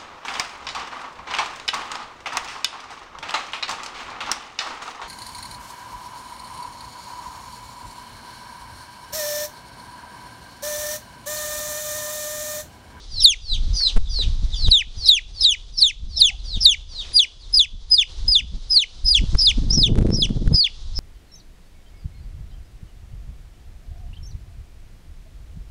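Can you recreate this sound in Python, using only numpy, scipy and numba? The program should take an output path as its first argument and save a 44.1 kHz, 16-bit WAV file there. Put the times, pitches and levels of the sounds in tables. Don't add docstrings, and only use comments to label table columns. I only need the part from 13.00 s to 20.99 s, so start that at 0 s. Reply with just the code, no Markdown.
import sys
import numpy as np
from scipy import signal
from scipy.fft import rfft, irfft
from scipy.io import wavfile
from scipy.ndimage import uniform_filter1d
from numba import njit

SR = 44100
rng = np.random.default_rng(int(sys.argv[2]) if len(sys.argv) > 2 else 0)


def put_to_file(sound):
    columns = np.atleast_2d(sound).T
    safe = np.clip(columns, -1, 1)
    whole_steps = np.round(safe * 32767)
    wavfile.write(sys.argv[1], SR, whole_steps.astype(np.int16))


N = 352359
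TIME = np.arange(N) / SR


def amp(db):
    return 10 ** (np.asarray(db) / 20)


def unit(x):
    return x / np.sqrt(np.mean(abs(x) ** 2) + 1e-20)


def read(points, hz):
    f, value = np.transpose(points)
    return np.interp(np.log(hz + 1), np.log(f), value)


def add(mix, s, sound):
    part = mix[max(round(s * SR), 0):][:len(sound)]
    part += sound[:len(part)]


def coloured(spectrum):
    gain = amp(read(spectrum, np.fft.rfftfreq(N, 1 / SR)))
    return unit(irfft(rfft(rng.standard_normal(N)) * gain, N))


def band_noise(size, hz, width_hz):
    band = np.exp(-.5 * ((np.fft.rfftfreq(size, 1 / SR) - hz) / width_hz) ** 2)
    return unit(irfft(rfft(rng.standard_normal(size)) * band, size))


def low_pass(x, hz):
    return signal.oaconvolve(x, signal.firwin(511, hz, window=("kaiser", 9), fs=SR), "same")


def outdoor_hiss():
    # f/Hz, relative density/dB
    spectrum = [(120, -39.5), (200, -6), (503, -5.5), (585, -8.5), (1020, -8.5), (1650, -14.5),
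                (2690, -13.5), (3230, -5), (3830, 0.5), (6330, -8.5), (7480, -16.5), (9150, -22.5),
                (11000, -27.5), (14300, -68), (22000, -120)]
    # t/s, relative level/dB
    swell = [(0, -9.5), (.6, -4.5), (2.3, -5.5), (3.0, -13.5), (3.4, -9.5), (3.85, -10), (4.05, -4),
             (4.35, -6.5), (4.8, -6), (5.2, 4), (5.45, -4.5), (6.3, -5), (7.5, -9.5)]
    level_db = -40 + np.interp(TIME, *np.transpose(swell))
    return coloured(spectrum) * amp(level_db + 1.8 * band_noise(N, 0, 12))


def hoots():
    # t/s, level/dB, f/Hz, length/s
    calls = [(3.15, -53, 730, .07), (3.28, -50, 770, .09)]
    out = np.zeros(N)
    for s, db, hz, length in calls:
        size = int(length * SR)
        add(out, s, amp(db) * band_noise(size, hz, width_hz=70) * np.hanning(size))
    return out


def scuffs_and_ticks():
    # t/s, level/dB, centre f/Hz, decay time/s
    bursts = [(.804, -40, 1850, .014), (.871, -42, 2010, .0032), (.968, -28, 1600, .0032),
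              (1.19, -34, 390, .019), (1.223, -42, 2800, .028), (4.041, -46, 2900, .07),
              (5.553, -50, 1500, .0026), (6.159, -31, 5300, .024), (6.301, -46, 5600, .11),
              (6.352, -25, 1400, .0015), (7.476, -24, 1400, .0018)]
    out, t = np.zeros(N), TIME[:SR // 2]
    for s, db, hz, decay in bursts:
        grit = unit(band_noise(len(t), hz, .32 * hz) * amp(5 * band_noise(len(t), 0, 200)))
        add(out, s, amp(db) * grit * np.exp(-t / decay))
    return out


def wind_strength():
    # t/s, rumble level/dB, turbulence level/dB
    steady = [(0, -44, -72), (.18, -26, -65), (.47, -27, -67), (.52, -12.5, -45), (.72, -13, -49.5),
              (.83, -33.5, -65), (1.05, -16, -55.5), (1.75, -24, -59), (2.2, -28, -59), (2.9, -32, -62),
              (3.7, -26, -59.5), (4.3, -39, -72), (4.55, -25.5, -62), (5.6, -22, -60), (5.85, -36.5, -68),
              (6.2, -18, -52.5), (6.55, -25, -54), (6.7, -17, -32), (7.0, -8, -17.5), (7.32, -17.5, -29),
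              (7.54, -18, -24), (7.63, -39, -69), (7.99, -21, -63)]
    # t/s, half width/s, rumble level/dB, turbulence level/dB
    gusts = [(.98, 0.013, -9, -28.5), (1.29, 0.04, -22, -45.5), (1.442, 0.016, -22, -42),
             (1.682, 0.042, -13.5, -44), (1.98, 0.013, -26, -48), (3.05, 0.035, -26.5, -52),
             (3.57, 0.01, -19, -44), (4.752, 0.02, -19, -41), (5.252, 0.054, -11, -41.5),
             (5.431, 0.018, -28, -35), (5.542, 0.028, -19, -31.5), (6.052, 0.018, -15, -45),
             (6.212, .025, -20, -33.5), (6.351, 0.017, -19.5, -31), (6.6, 0.035, -20, -38)]
    s, low_db, mid_db = np.transpose(steady)
    low, mid = amp(np.interp(TIME, s, low_db)), amp(np.interp(TIME, s, mid_db))
    for at, width, rumble_db, turbulence_db in gusts:
        bell = np.hanning(int(4 * width * SR))
        add(low, at - 2 * width, amp(rumble_db) * bell)
        add(mid, at - 2 * width, amp(turbulence_db) * bell)
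    return low, mid


def wind(peak_clicks_per_s=90):
    # f/Hz, relative density/dB
    rumble_spectrum = [(10, -9.5), (25, 6.5), (50, -3), (80, -10), (130, -24.5), (250, -46.5), (600, -78.5)]
    # f/Hz, relative density/dB
    eddy_spectrum = [(50, -26), (110, 1.5), (160, -0.5), (250, -7.5), (400, -25.5), (700, -35.5),
                     (1200, -45.5), (2500, -66)]
    # f/Hz, relative density/dB
    roar_spectrum = [(100, -22), (230, -3.5), (400, -1.5), (700, -20.5), (1200, -57), (2500, -65)]
    swell, gust = wind_strength()
    rumble = coloured(rumble_spectrum)
    rumble /= np.sqrt(uniform_filter1d(rumble ** 2, size=4000))
    force = gust / gust.max()
    eddies = amp(5.5) * coloured(eddy_spectrum) + amp(-1) * force ** .88 * coloured(roar_spectrum)
    lumps = unit(amp(5.5 * band_noise(N, 0, 39)))
    steps = rng.standard_normal(N) * (rng.random(N) < peak_clicks_per_s * force ** 1.6 / SR)
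    recorder_clicks = signal.lfilter([1], [1, -np.exp(-2 * np.pi * 600 / SR)], steps)
    return amp(-3) * rumble * swell + eddies * lumps * gust + amp(-21) * recorder_clicks


def buffets():
    # t/s, peak level/dB, half width/s
    shoves = [(0.974, 0.5, .006), (1.003, -5.5, 0.014), (1.686, -3.5, 0.0026), (6.352, -3.5, 0.003),
              (6.987, 0.5, 0.0017), (7.021, -0.5, 0.001), (7.105, 1, 0.00063), (7.478, -2.5, 0.0022),
              (7.544, -5.5, 0.002)]
    return -sum(amp(db) * np.exp(-.5 * ((TIME - s) / width) ** 2) for s, db, width in shoves)


def reflections(x, echoes):
    out = x.copy()
    for delay, db in echoes:
        add(out, delay, amp(db) * x)
    return out


def yard_echo(x, t60, early_db, early_t60):
    # f/Hz, gain/dB
    colour = [(1500, -28.5), (2500, 0), (3400, 1), (4200, -12), (5000, -3), (6500, -5.5), (8000, 2),
              (11000, -23)]
    t = TIME[:SR]
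    taps = rng.standard_normal(SR) * (rng.random(SR) < .1) * (t > .003)
    taps *= amp(-60 * t / t60) + amp(early_db - 60 * t / early_t60)
    gain = amp(read(colour, np.fft.rfftfreq(SR, 1 / SR)))
    response = irfft(rfft(taps / np.linalg.norm(taps)) * gain, SR)
    return signal.fftconvolve(x, response)[:N]


def peep(rows, rasps, waver, swell_s, rasp_hz=230, rasp_swing=.031, flicker_db=1.6):
    # f/Hz, relative level/dB
    second = [(4000, -23), (5200, -5), (6300, -1.5), (7300, -16.5), (8500, -22.5), (9700, -11.5),
              (10300, -26.5), (11000, -40), (12000, -69)]
    # f/Hz, relative level/dB
    third = [(5500, -38.5), (7500, -12.5), (8700, -19), (9700, -14), (10300, -29), (11000, -66),
             (12500, -71.5)]
    s, hz, db = np.transpose(rows)
    s = np.sort(s)
    t = np.arange(s[0], s[-1], 1 / SR)
    size = len(t)
    hz, db = (uniform_filter1d(np.interp(t, s, c), size=110, mode="nearest") for c in (hz, db))
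    rough = sum((depth * ((t > start) & (t < end)) for start, end, depth in rasps), np.zeros(size))
    rough = uniform_filter1d(np.clip(rough, 0, 1), size=90)
    cycle = np.cumsum(rasp_hz * (1 + .3 * band_noise(size, 0, 100))) / SR % 1
    spurts = unit(np.sin(np.pi * cycle) * np.exp(-2 * cycle))
    flutter = np.sqrt(2) * (1 - rough + rough * spurts) * signal.windows.tukey(size, .04)
    flutter *= amp(flicker_db * band_noise(size, 0, 70.1))
    shake = .003 * band_noise(size, 0, 40.62) + waver * band_noise(size, 0, 170)
    shake += rasp_swing * rough * band_noise(size, 0, 560)
    phase = 2 * np.pi * np.cumsum(hz * (1 + shake)) / SR
    effort = uniform_filter1d(amp(db), size=int(swell_s * SR))
    overtones = amp(read(second, 2 * hz)) * np.sin(2 * phase)
    overtones += amp(read(third, 3 * hz)) * np.sin(3 * phase)
    return s[0], flutter * amp(db) * np.sin(phase), flutter * effort * overtones


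def voice(contours, overtone_db, waver, swell_s):
    whistle, overtones = np.zeros((2, N))
    for rows, rasps in contours:
        s, low, high = peep(rows, rasps, waver, swell_s)
        add(whistle, s, low)
        add(overtones, s, high)
    return whistle + amp(overtone_db) * overtones


def faint_chirps():
    # start t/s, end t/s, start f/Hz, end f/Hz, relative level/dB
    sweeps = [(0.611, 0.657, 4590, 4030, -47), (1.036, 1.12, 3950, 3280, -44),
              (1.517, 1.569, 4040, 3060, -36.5), (3.37, 3.435, 5000, 3300, -53),
              (4.391, 4.481, 5050, 3180, -45)]
    arches = [([(a, top, db - 15), ((a + b) / 2, (top + foot) / 2, db), (b, foot, db - 18)], [])
              for a, b, top, foot, db in sweeps]
    return voice(arches, overtone_db=-6, waver=.03, swell_s=.02)


def far_contour(start, length, foot_hz, db, swell_db, rough):
    top_hz, end_hz, attack_s, drop_s = 5140, 2147, .024, .042
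    foot, fall = start + length, foot_hz - top_hz
    rows = [(start, top_hz, db - swell_db - 14),  # t/s, f/Hz, level/dB
            (start + attack_s, top_hz + fall * attack_s / length, db - swell_db),
            (start + .65 * length, top_hz + .62 * fall, db - .46 * swell_db),
            (foot, foot_hz, db),
            (foot + drop_s, end_hz, db - 34.5)]
    return np.array(rows), [(start, start + length / 2, rough)]


def far_chick(pitch_ratio=1.2, fade_db=-11):
    # t/s, glide length/s, f/Hz at its foot, relative level/dB, swell/dB, roughness (0-1)
    peeps = [(0.093, 0.11, 3864, -28.5, 21.5, 0.06), (.39, 0.14, 3830, -20.5, 31.5, 0.07),
             (.73, 0.14, 3966, -22.5, 11.5, 0.6), (1.085, .13, 3805, -24.5, 14, .4),
             (1.54, 0.12, 3810, -28.5, 15.5, 0), (1.963, 0.11, 3815, -24, 17, 0.06),
             (2.324, .11, 3750, -25, 24, 0.04), (2.721, 0.079, 3946, -34.5, 15, 0.05),
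             (3.078, 0.11, 3663, -35.5, 20, 0), (3.431, 0.12, 3680, -34, 16, 0),
             (3.875, .13, 3600, -31.5, 19, 0.08)]
    contours = [far_contour(*row) for row in peeps]
    first = voice(contours, overtone_db=-10, waver=.006, swell_s=.059)
    fading = np.outer(np.linspace(0, 1, len(contours[0][0])), [0, 0, fade_db])
    raised = [(rows * [1, pitch_ratio, 1] + fading, rasps) for rows, rasps in contours]
    second = voice(raised, overtone_db=-19, waver=.018, swell_s=.06)
    return first + amp(-4) * second


def near_contour(start, break_s, drop_s, end, top_hz, low_hz, quaver_hz, notch_hz,
                 attack_s, top_db, break_db, slide_db, tail_db, rough):
    # t/s, half width/s, shift/Hz
    bends = [(5.785, 0.0094, 144), (6.699, .012, -650), (6.819, .006, 248), (7.628, 0.0068, 413)]
    # f/Hz, gain/dB
    carry = [(1700, -1), (2400, -5), (2680, -4), (2950, 0), (3170, -5.5), (3380, 1), (3700, -0.5),
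             (5600, -1)]
    break_hz, end_hz, quaver_rate_hz, scoop_hz = 4703, 1684, 18, 218
    t = np.arange(start, end, .001)
    top_s, slide_at = break_s - start, break_s + drop_s
    slide_s = end - slide_at
    sag, drop, slide = (np.clip((t - at) / span, 0, 1)
                        for at, span in [(start, top_s), (break_s, drop_s), (slide_at, slide_s)])
    dive = .53 * slide + .47 * slide ** 5.57
    hz = top_hz + (break_hz - top_hz) * sag ** 2.8 + (low_hz - break_hz) * drop + (end_hz - low_hz) * dive
    hz += quaver_hz * (1 - drop) * np.cos(2 * np.pi * quaver_rate_hz * (t - break_s + .0093))
    hz -= scoop_hz * np.exp((start - t) / .01)
    hz += sum(bend * np.exp(-.5 * ((t - at) / width) ** 2) for at, width, bend in bends)
    stages, levels = np.transpose([
        (start, top_db - 32), (start + attack_s, top_db),
        (break_s - .004, top_db), (break_s + .65 * drop_s, break_db),
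        (slide_at + .0053, slide_db), (slide_at + .34 * slide_s, slide_db - 4),
        (slide_at + .89 * slide_s, tail_db), (end, tail_db - 21)])
    notch_db = -18 * np.exp(-abs(hz / notch_hz - 1) / .017)
    db = np.interp(t, np.maximum.accumulate(stages), levels) + read(carry, hz) + notch_db
    centre, reach = start + .45 * top_s, .6 * rough ** 2 * top_s
    return np.transpose([t, hz, db]), [(centre - reach, centre + reach, rough)]


def near_chick():
    # start t/s, break t/s, break length/s, end t/s, top f/Hz, f/Hz after the break,
    # quaver depth/Hz, notch f/Hz, attack/s, top, break, slide and tail level/dB, roughness (0-1)
    peeps = [ (.196, .244, .015, .349, 5480, 3774, -2, 2980, 0.0096, -20, 3, -0.5, -14.5, 0.63),
             (1.684, 1.713, .008, 1.828, 5270, 3990, 0.5, 2820, 0.021, -25.5, -2, 0, -9.5, .3),
             (2.045, 2.085, .011, 2.197, 5350, 3893, -1, 3020, 0.015, -18.5, 3.5, 0, -11.5, 0.93),
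             (2.399, 2.443, .01, 2.557, 5260, 3923, 6, 2760, 0.012, -13.5, -2.5, -3, -15, 0.69),
             (2.767, 2.816, .022, 2.917, 5400, 3827, 5, 2880, 0.014, -17.5, 0, -6.5, -19, 0.83),
             (3.156, 3.21, .014, 3.31, 5410, 3766, 1, 2430, .014, -22.5, 0.5, -7, -18.5, 0.73),
             (3.6, 3.651, .011, 3.755, 5400, 3846, -15, 2530, 0.011, -20.5, 1, -0.5, -14.5, 0.9),
             (4.131, 4.18, .017, 4.256, 4980, 3527, -3, 2700, 0.037, -7, -7.5, -0.5, -13, 0.05),
             (4.526, 4.583, .017, 4.662, 5144, 3607, -0.5, 4300, 0.016, -8, -2.5, 0, -16.5, 0.52),
             (4.899, 4.96, .021, 5.039, 5090, 3744, -2, 4620, 0.023, 0, -11, 3.5, -7, 0),
             (5.276, 5.336, .019, 5.413, 5115, 3667, 7, 4170, 0.0061, -6, -5.5, 0.5, -16.5, 0),
             (5.692, 5.759, .032, 5.846, 5130, 3730, -1.5, 2050, 0.017, -10.5, -0.5, -9, -10.5, 0.54),
             (6.043, 6.127, .02, 6.196, 5124, 3520, 14.5, 3570, 0.018, -11.5, -19, -5.5, -18, 0.59),
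             (6.367, 6.46, .013, 6.521, 5164, 3750, 163, 4550, 0.026, -12.5, -7.5, -8.5, -21.5, 0.67),
             (6.698, 6.814, .024, 6.889, 5610, 3660, 120.5, 5364, 0.01, -14, -12.5, -3, -25, .7),
             (7.094, 7.215, .011, 7.266, 5450, 3520, 228.5, 4500, 0.043, -16.5, -8.5, -6.5, -28.5, .6),
             (7.526, 7.603, .04, 7.679, 5100, 3550, 61, 3820, 0.021, -10, -13, -12.5, -20, 0.6),
             (7.936, 8.02, .015, 8.1, 5200, 3580, -4, 3200, 0.034, -27, 11, 0, -15, 0.86)]
    # t/s, overtone gain/dB
    facing = [(.3, -2), (1.75, -10.5), (2.5, -4.5), (3.7, -5), (4.6, -8.5), (5.3, -12), (6.1, -7.5),
              (6.8, -13), (7.2, -6.5), (7.6, -17)]
    overtone_db = np.interp(TIME, *np.transpose(facing))
    return voice([near_contour(*row) for row in peeps], overtone_db, waver=.00099, swell_s=.064)


def scene():
    near = near_chick()
    near_echo = amp(-19) * yard_echo(near, t60=.55, early_db=14, early_t60=.15)
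    near = reflections(near, [(.0045, -23), (.021, -22.5)]) + near_echo
    far = far_chick() + faint_chirps()
    far_echo = amp(-1) * yard_echo(far, t60=.5, early_db=16, early_t60=.11)
    far = reflections(far, [(.007, -9), (.02, -13)]) + far_echo
    background = outdoor_hiss() + wind() + buffets() + scuffs_and_ticks() + hoots()
    return (background + amp(5) * far + near)[None]


@njit
def stepped_gain(x, limit, step, recovery, hold):
    out, gain, wait = np.zeros(len(x)), 1.0, 0.0
    for i in range(len(x)):
        wait -= 1
        if i > 0 and abs(out[i - 1]) > limit and wait <= 0:
            gain, wait = gain * step, hold
        gain = min(gain * recovery, 1.0)
        out[i] = x[i] * gain
    return out


def record(dry):
    drive_db, limit_db, step_db, recovery_db_per_s, hold_s = 1.6, -5.6, -2.1, 22, .0045
    shelf_hz, shelf_db, edge_hz = 11400, -10, 15900
    driven = amp(drive_db) * dry[0]
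    held = stepped_gain(driven, amp(limit_db), amp(step_db), amp(recovery_db_per_s / SR), hold_s * SR)
    clipped = np.clip(low_pass(held, shelf_hz), -.74, .74)
    body = low_pass(clipped, shelf_hz)
    return low_pass(body + amp(shelf_db) * (clipped - body), edge_hz)[None]


dry = scene()
out = record(dry)
put_to_file(out)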